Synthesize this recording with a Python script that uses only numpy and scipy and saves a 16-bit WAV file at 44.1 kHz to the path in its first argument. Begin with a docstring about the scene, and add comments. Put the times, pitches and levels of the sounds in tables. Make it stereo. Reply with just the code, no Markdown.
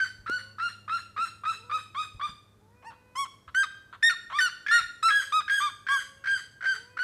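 """Two seriemas yelp across a farmyard, over a low electric hum and still air. The first opens alone with
a falling run: arched notes from the syrinx that mostly stutter on and break off in a rasp, while a wall
of trees sends back a bright tail. A far whine comes and goes, and soft bumps touch the microphone.
Near 3 s the second bird croaks and climbs in pitch; from about 4.3 s the two yelp in duet,
peak, and step down together to the end."""
import sys
import numpy as np
from scipy import signal
from scipy.fft import rfft, irfft, next_fast_len
from scipy.io import wavfile
from scipy.ndimage import map_coordinates

SR = 44100
rng = np.random.default_rng(int(sys.argv[2]) if len(sys.argv) > 2 else 0)


def inscribe(sig):
    """Save sig as 16-bit PCM at rate SR to the path in sys.argv[1].

    A 1-D sig is mono; a 2-D sig holds one channel per row.
    Samples are clipped to [-1, 1] before scaling.
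    """
    pcm = np.round(np.clip(np.atleast_2d(sig).T, -1, 1) * 32767)
    wavfile.write(sys.argv[1], SR, pcm.astype(np.int16))


N = 310023
CUTOFF_HZ = 15750


def first_bird():
    """The lead seriema: a hoarse, stuttering voice whose echo grows towards the treble."""
    # Each row: start and end in seconds, pitch in Hz, upward glide in Hz, level in dB,
    # high harmonics in dB against the fundamental, stutter before the note in seconds.
    notes = [(0, .047, 1538, -14, -24, -23.5, 0), (.277, .383, 1471, 220, -28, -24.5, 0.015),
             (.599, .686, 1401, 136, -27.5, -23, .015), (.896, .975, 1363, 203, -27, -22, .017),
             (1.178, 1.254, 1346, 219, -26.5, -20, 0.014), (1.453, 1.522, 1314, 159, -26, -19.5, .017),
             (1.714, 1.777, 1270, 139, -26.5, -20, .017), (1.949, 2.025, 1224, 281, -29.5, -17, 0),
             (2.213, 2.272, 1202, 146, -29, -19.5, .017), (4.325, 4.402, 1182, 229, -29.5, -14.5, 0),
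             (4.685, 4.783, 1837, 267, -21, -25, .021), (5.105, 5.215, 1663, -15.5, -21.5, -18, 0),
             (5.498, 5.603, 1646, 10, -22.5, -17, .018), (5.887, 5.998, 1634, -24, -24.5, -17.5, 0.02),
             (6.273, 6.375, 1603, -25.5, -24.5, -20.5, .033), (6.657, 6.743, 1568, -14, -23.5, -24, .049),
             (6.99, 7.08, 1520, 84.5, -26, -24, 0.02)]
    # Throat colour on harmonics two and three. Each row: frequency in Hz, relative level in dB.
    overtones = [(2400, -13), (2800, -11), (3100, -17.5), (3300, -11), (3650, -9.5), (4100, -15.5),
                 (4450, -10), (4750, -18), (4950, -22), (5550, -23)]
    # Send to the trees. Each row: frequency in Hz, echo in dB against the direct sound.
    echo = [(1000, -13.5), (1600, -8.5), (2800, -3), (4500, 0.5), (7000, 6), (12000, 1)]
    voice = yelps(notes, overtones, quaver=.008, jitter=.047, shimmer=.1, settle_s=.0092,
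                  catch_db=-9.5, break_db=-17, break_s=.049, closed=.44, widest=.9, droop_hz=69,
                  swell_db=3, fade_db=1.57, hoarse_db=-19.5, hoarse_db_per_octave=12)
    return farmyard(voice + pips(notes), echo, build_s=.021, near_t60=.36, far_t60=1.0, far_db=-20)


def second_bird():
    """The answering seriema: a cleaner, steadier voice; three high yelps break into a lower note."""
    # Each row: start and end in seconds, pitch in Hz, upward glide in Hz, level in dB,
    # high harmonics in dB against the fundamental.
    notes = [(2.845, 2.912, 929, 60, -36.5, -21.5), (3.156, 3.251, 1121, 47, -28, -10.5),
             (3.548, 3.633, 1586, 118, -21.5, -18.5), (3.633, 3.65, 1243, -180, -29, -12.5),
             (4.029, 4.096, 1848, 67, -17, -17), (4.096, 4.13, 1419, -200, -27, -13.5),
             (4.388, 4.404, 1802, -150, -20, -22.5), (4.404, 4.485, 1486, -170, -23, -12.5),
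             (4.713, 4.802, 1430, -22, -19.5, -15), (5.029, 5.118, 1344, -26, -20.5, -13.5),
             (5.324, 5.407, 1272, 0, -21.5, -17.5), (5.604, 5.69, 1204, -18.5, -25, -17),
             (5.887, 5.97, 1144, 27.5, -27, -18)]
    # Throat colour on harmonics two and three. Each row: frequency in Hz, relative level in dB.
    overtones = [(1900, -13), (2550, -13.5), (2850, -15), (3000, -6.5), (3200, -12.5), (3700, -8.5),
                 (4450, -12.5), (4750, -22), (5600, -16.5)]
    # Send to the trees. Each row: frequency in Hz, echo in dB against the direct sound.
    echo = [(1000, -17), (1600, -10.5), (2800, -11), (4500, -8), (7000, -13.5), (12000, -15.5)]
    voice = yelps(notes, overtones, quaver=.0033, jitter=.025, shimmer=.068, settle_s=.0088,
                  catch_db=-15, break_db=-15.5, break_s=.027, closed=.19, widest=.32, droop_hz=12,
                  swell_db=3, fade_db=.55, hoarse_db=-28, hoarse_db_per_octave=11)
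    return farmyard(voice + croaks(), echo, build_s=.0067, near_t60=.35, far_t60=.9, far_db=-9)


def yelps(notes, overtones, quaver, jitter, shimmer, settle_s, catch_db, break_db, break_s,
          closed, widest, droop_hz, swell_db, fade_db, hoarse_db, hoarse_db_per_octave):
    """Each note starts hoarse, swells along an arch that droops at its end, and breaks off in a rasp."""
    arch_hz_per_s, louder_db_per_hz, brightness_share = 1007, .0364, .3
    out = np.zeros(N)
    usual_hz, usual_high_db = np.mean([(hz, high_db) for _, _, hz, _, _, high_db, *_ in notes], axis=0)
    for start, end, hz, glide_hz, level_db, high_db, *_ in notes:
        length, lowness = end - start + .0057, usual_hz / hz
        t = np.arange(int(length * SR)) / SR
        progress = t / length
        swing = 2 * progress - 1
        # long, low notes arch most; low ones also swell most and are hoarser
        arch_hz = arch_hz_per_s * length * lowness ** 1.3
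        bend_hz = glide_hz * swing / 2 - arch_hz * swing ** 2 - droop_hz * swing ** 3
        taper_db = swell_db * lowness ** 1.4 * swing ** 2 + fade_db * swing
        arch_db = level_db + louder_db_per_hz * bend_hz - taper_db
        rough_db = level_db + hoarse_db + hoarse_db_per_octave * np.log2(lowness)
        # a fast quaver frays the high harmonics; the onset shakes harder still
        onset = np.exp(-t / settle_s)
        shake = quaver * wander(len(t), 709) + jitter * onset * wander(len(t), 1200)
        pitch = (hz + bend_hz) * (1 + shake)
        level = from_db(arch_db + .35 * wander(len(t), 90))
        level *= 1 + shimmer * onset * wander(len(t), 900)
        opening = .96 * np.exp(-closed * (progress - widest) ** 2)
        throat_db = at_hz(overtones, hz * np.array([2, 3]))
        second_db, third_db = throat_db + brightness_share * (high_db - usual_high_db)
        tone = syrinx(pitch, second_db, third_db, high_db, opening)
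        add(out, start - .002, level * gate(t, length, .0032, .0079) * tone)
        # three rasps: the catch, the hoarse attack, the break
        add(out, start - .004, rasp(.013, level_db + catch_db, hz + bend_hz[0]))
        add(out, start, rasp(.31 * length, rough_db, 1.184 * (hz + bend_hz[0])))
        add(out, end - .002, rasp(break_s, level_db + break_db, hz + bend_hz[-1]))
    return out


def syrinx(pitch, second_db, third_db, high_db, opening, flutter_db=2.5):
    """A harmonic stack on a pitch curve; its overtones flutter, and swell as the beak opens."""
    # Beak colour from the fourth harmonic up. Each row: frequency in Hz, relative level in dB.
    beak = [(3700, -77), (4500, 11.5), (5500, 2), (6800, -1.5), (8000, 0), (9300, -3), (10500, -10),
            (12000, -14), (15500, -27.5)]
    phase = 2 * np.pi * np.cumsum(pitch) / SR
    high_hz = np.arange(4, int(CUTOFF_HZ / pitch.mean()) + 1) * pitch.mean()
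    high = from_db(at_hz(beak, high_hz))
    gains = [from_db(second_db), from_db(third_db), *(from_db(high_db) * high / np.linalg.norm(high))]
    out = np.sin(phase)
    for k, gain in enumerate(gains, 2):
        flutter = from_db(flutter_db * wander(len(pitch), 167))
        out += gain * flutter * opening ** np.log(k) * np.sin(k * phase + rng.uniform(0, 2 * np.pi))
    return np.sqrt(2) * out


def rasp(length, level_db, throat_hz, flaps_per_s=380, breath=.12):
    """The slack membranes flap irregularly and knock on the throat's resonances."""
    # Throat resonances. Each row: multiple of the lowest, width in Hz, relative level in dB.
    throat = [(1, 324, 4.5), (1.35, 387, 3), (2.8, 840, -9), (4, 990, -17.5), (6.3, 1800, -24.5)]
    t = np.arange(int(length * SR)) / SR
    cycles = np.cumsum(flaps_per_s * from_db(2.7 * wander(len(t), 400))) / SR
    flaps = np.diff(np.floor(cycles), prepend=0) * from_db(2 * wander(len(t), 505))
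    drive = flaps + breath * rng.standard_normal(len(t))
    out = 0
    for k, (multiple, width_hz, db) in enumerate(throat):
        radius, angle = np.exp(-np.pi * width_hz / SR), 2 * np.pi * multiple * throat_hz / SR
        ring = signal.lfilter([1, 0, -1], [1, -2 * radius * np.cos(angle), radius ** 2], drive)
        out += (-1) ** k * from_db(db) * (1 - radius ** 2) * ring
    return from_db(level_db) * rms_one(bandpass(out, 600, 5500)) * gate(t, length, .0007, .62 * length)


def pips(notes, step_s=.017, length=.016, growth_db=4, rise=.195, jitter=.041):
    """The voice catches before a note: scratchy upward chirps, each louder than the one before."""
    out, t = np.zeros(N), np.arange(int(length * SR)) / SR
    envelope = gate(t, length, .0019, length / 2)
    for start, _, hz, glide_hz, level_db, _, stutter_s in notes:
        start_hz, count = hz - .41 * glide_hz, round(stutter_s / step_s)
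        last_db = level_db - 7.5 + 4 * np.log2(start_hz / 1410)   # high notes pip hardest
        for k in range(count):   # counting back from the note
            at, db = start - stutter_s * (k + 1) / count, last_db - k * growth_db
            pitch = start_hz * (1 + rise * (t / length - .5) + jitter * wander(len(t), 1790))
            chirp = syrinx(pitch, second_db=-15.5, third_db=-20.5, high_db=-21.5, opening=.72)
            add(out, at - .001, from_db(db) * envelope * chirp)
            add(out, at, rasp(length, db - 8, start_hz))
    return out


def croaks():
    """Voiceless rasps among the yelps."""
    # Each row: start and length in seconds, level in dB, lowest throat resonance in Hz.
    cues = [(2.823, 0.026, -51, 786), (2.903, 0.065, -53, 1090), (3.477, 0.033, -45.5, 1120),
            (3.926, 0.051, -43.5, 1070), (4.299, 0.048, -40, 980), (5.084, 0.034, -32.5, 1700),
            (6.628, 0.047, -47.5, 660)]
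    out = np.zeros(N)
    for start, length, level_db, throat_hz in cues:
        add(out, start, rasp(length, level_db, throat_hz))
    return out


def farmyard(voice, echo, build_s, near_t60, far_t60, far_db, crossfeed=.057):
    """Direct sound, then quick scatter from sheds and ground and a longer tail from the trees."""
    # Colour of the two microphone ports. Each row: frequency in Hz, left minus right in dB.
    port_balance = [(500, 19.5), (1200, -2), (1700, 0.5), (2400, 6.5), (2850, 1), (3300, -7), (3900, -12.5),
                    (4400, -2.5), (5000, -0.5), (6000, -5), (7800, 2), (10000, -3), (11700, 9.5),
                    (14000, -2.5)]
    # Delay between the ports. Each row: frequency in Hz, lead of the left in radians.
    port_phase = [(300, 11), (1250, -0.02), (1700, -0.16), (2300, -1.3), (2700, -2), (3600, -1.35),
                  (5100, -1.86), (6600, 2.5), (7800, 1.34), (9100, 1.56), (12700, 2.5), (15000, -1.8)]
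    t = np.arange(SR) / SR
    decay = from_db(-60 * t / near_t60) + from_db(far_db - 60 * t / far_t60)
    scatter = rng.standard_normal((2, SR)) * (rng.random((2, SR)) < .05)
    paths = (scatter + crossfeed * scatter[::-1]) * decay * gate(t, 1, build_s, .1)
    paths /= np.sqrt(np.sum(paths ** 2, axis=1, keepdims=True))
    wet = lambda hz: from_db(at_hz(echo, hz))
    # what is sent towards the trees is missing from the direct sound
    direct = colour(voice, lambda hz: 1 / np.sqrt(1 + .5 * wet(hz) ** 2))
    tail = signal.fftconvolve(colour(direct, wet)[None], paths, axes=1)[:, :N]
    sides = np.array([[.5], [-.5]])
    heard = colour(direct, lambda hz: np.exp(1j * sides * at_hz(port_phase, hz))) + tail
    ports = lambda hz: from_db(sides * at_hz(port_balance, hz))
    return colour(heard, lambda hz: ports(hz) / np.sqrt(np.mean(ports(hz) ** 2, axis=0)))


def far_whine(glide_s=.11, brighten_s=.049, gruff=.303):
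    """A faint tone far to the right slides up gruffly, brightens and holds."""
    # Each row: start and end in seconds, opening and held pitch in Hz, relative level in dB.
    whines = [(.28, 0.585, 520, 548, -63), (1.52, 1.858, 420, 520, -59), (2.54, 3.275, 400, 499.6, -64.5),
              (5.05, 5.376, 500, 543, -64), (5.97, 6.309, 520, 552, -63), (6.68, 7.1, 410, 503, -59.5)]
    # Each row: harmonic number, relative level in dB.
    partials = [(1, -1.5), (2, -3.5), (3, -8), (4, -11), (5, -4.5), (6, -23), (8, -18)]
    out = np.zeros(N)
    for start, end, start_hz, held_hz, level_db in whines:
        t = np.arange(int((end - start) * SR)) / SR
        slide = (start_hz - held_hz) * np.exp(-(t / glide_s) ** 2 / 2)
        pitch = held_hz + slide * (1 + gruff * wander(len(t), 123.4)) + 1.1 * wander(len(t), 45)
        phase = 2 * np.pi * np.cumsum(pitch) / SR
        for k, db in partials:
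            late = (k - 1) * brighten_s
            level = from_db(level_db + db + 2 * wander(len(t), 20.2))
            add(out, start, level * np.sin(k * phase) * gate(t - late, end - start - late, .045, .099))
    return out * from_db([[-3], [2]])


def bumps(pan_db=-5):
    """Small knocks and ticks of a hand on the microphone, leaning right."""
    # Each row: start in seconds, peak before panning in dB, top of the band in Hz, decay in seconds.
    knocks = [(.185, -47, 102, 0.079), (0.296, -26.5, 700, 0.0024), (.298, -37.5, 8750, 0.0014),
              (1.185, -47, 600, 0.01), (2.145, -40, 115, 0.02), (2.29, -41, 140, 0.022),
              (3.47, -51, 107, 0.038), (4.809, -48.5, 108.3, 0.046)]
    out, t = np.zeros((2, N)), np.arange(SR // 4) / SR
    for start, level_db, top_hz, decay in knocks:
        noise = rng.standard_normal(len(t)) + .17 * rng.standard_normal((2, len(t)))
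        knock = bandpass(noise * np.exp(-t / decay), top_hz / 4 + 12, top_hz)
        add(out, start, from_db(level_db) * knock / np.abs(knock).max())
    return out * from_db([[pan_db / 2], [-pan_db / 2]])


def hum(pitch_hz=101.8, octave_db=-9, trim_db=-1):
    """A motor's low, wavering drone with its octave."""
    # Fader ride. Each row: time in seconds, relative level in dB.
    fader = [(0, -58.5), (1.5, -59.5), (3.05, -65), (3.3, -72.5), (7.03, -68)]
    phase = 2 * np.pi * np.cumsum(pitch_hz + 1.47 * wander(N, 12)) / SR
    level = from_db(np.interp(np.arange(N) / SR, *np.transpose(fader)) + trim_db + wander(N, 4.7))
    return np.sqrt(2) * level * (np.sin(phase) + from_db(octave_db) * np.sin(2 * phase))


def air(level_db=-62, low_cut_hz=62):
    """A bed of still outdoor air, partly shared by both ears; the microphone drops the deep bass."""
    # Each row: frequency in Hz, relative noise density in dB.
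    spectrum = [(15, -44), (25, -5.5), (113, -3), (178, -10), (482, -15), (782, -22.5), (1200, -21),
                (1620, -25), (2490, -32.5), (2770, -35.5), (3530, -33.5), (10100, -37.5), (13900, -41),
                (15500, -50)]
    noise = rng.standard_normal(N) + rng.standard_normal((2, N))
    shape = lambda hz: from_db(at_hz(spectrum, hz)) * hz ** 2 / np.hypot(hz ** 2, low_cut_hz ** 2)
    return from_db(level_db) * rms_one(colour(noise, shape)) * from_db([[-1], [1]])


def from_db(db):
    """Decibels to gain."""
    return 10 ** (np.asarray(db) / 20)


def rms_one(x):
    """Scale to unit rms."""
    return x / np.sqrt(np.mean(x ** 2) + 1e-20)


def at_hz(points, hz):
    """Read a curve on a log-frequency axis."""
    f, value = np.transpose(points)
    return np.interp(np.log(np.maximum(hz, 1)), np.log(np.maximum(f, 1)), value)


def colour(x, gain_at):
    """Equalise by a gain that is a function of frequency."""
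    size = next_fast_len(x.shape[-1] + 4096)
    return irfft(rfft(x, size) * gain_at(np.arange(size // 2 + 1) * SR / size), size)[..., :x.shape[-1]]


def bandpass(x, low_hz, high_hz):
    """Keep one band, with gentle slopes."""
    return signal.sosfilt(signal.butter(2, [low_hz, high_hz], "band", fs=SR, output="sos"), x)


def wander(count, rate):
    """Smooth random modulation of spread near 1 that changes about rate times a second."""
    knots = np.arange(count) * rate / SR
    return map_coordinates(rng.standard_normal(8192), [knots], order=3, mode="wrap")


def gate(t, length, rise, fall):
    """Opens at 0 and closes at length, with smooth edges."""
    attack = np.sin(np.pi / 2 * np.clip(t / rise, 0, 1)) ** 2
    release = np.sin(np.pi / 2 * np.clip((length - t) / fall, 0, 1)) ** 2
    return attack * release


def add(out, start, sound):
    """Mix a sound in at a time in seconds."""
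    at = int(np.clip(round(start * SR), 0, N))
    out[..., at:at + sound.shape[-1]] += sound[..., :N - at]


def scene():
    """Both birds in the yard, over the background."""
    return first_bird() + second_bird() + far_whine() + hum() + bumps() + air()


def record(dry):
    """A steep high cut on the whole mix."""
    return signal.sosfilt(signal.cheby2(16, 70, CUTOFF_HZ + 500, fs=SR, output="sos"), dry)


dry = scene()
out = record(dry)
inscribe(out)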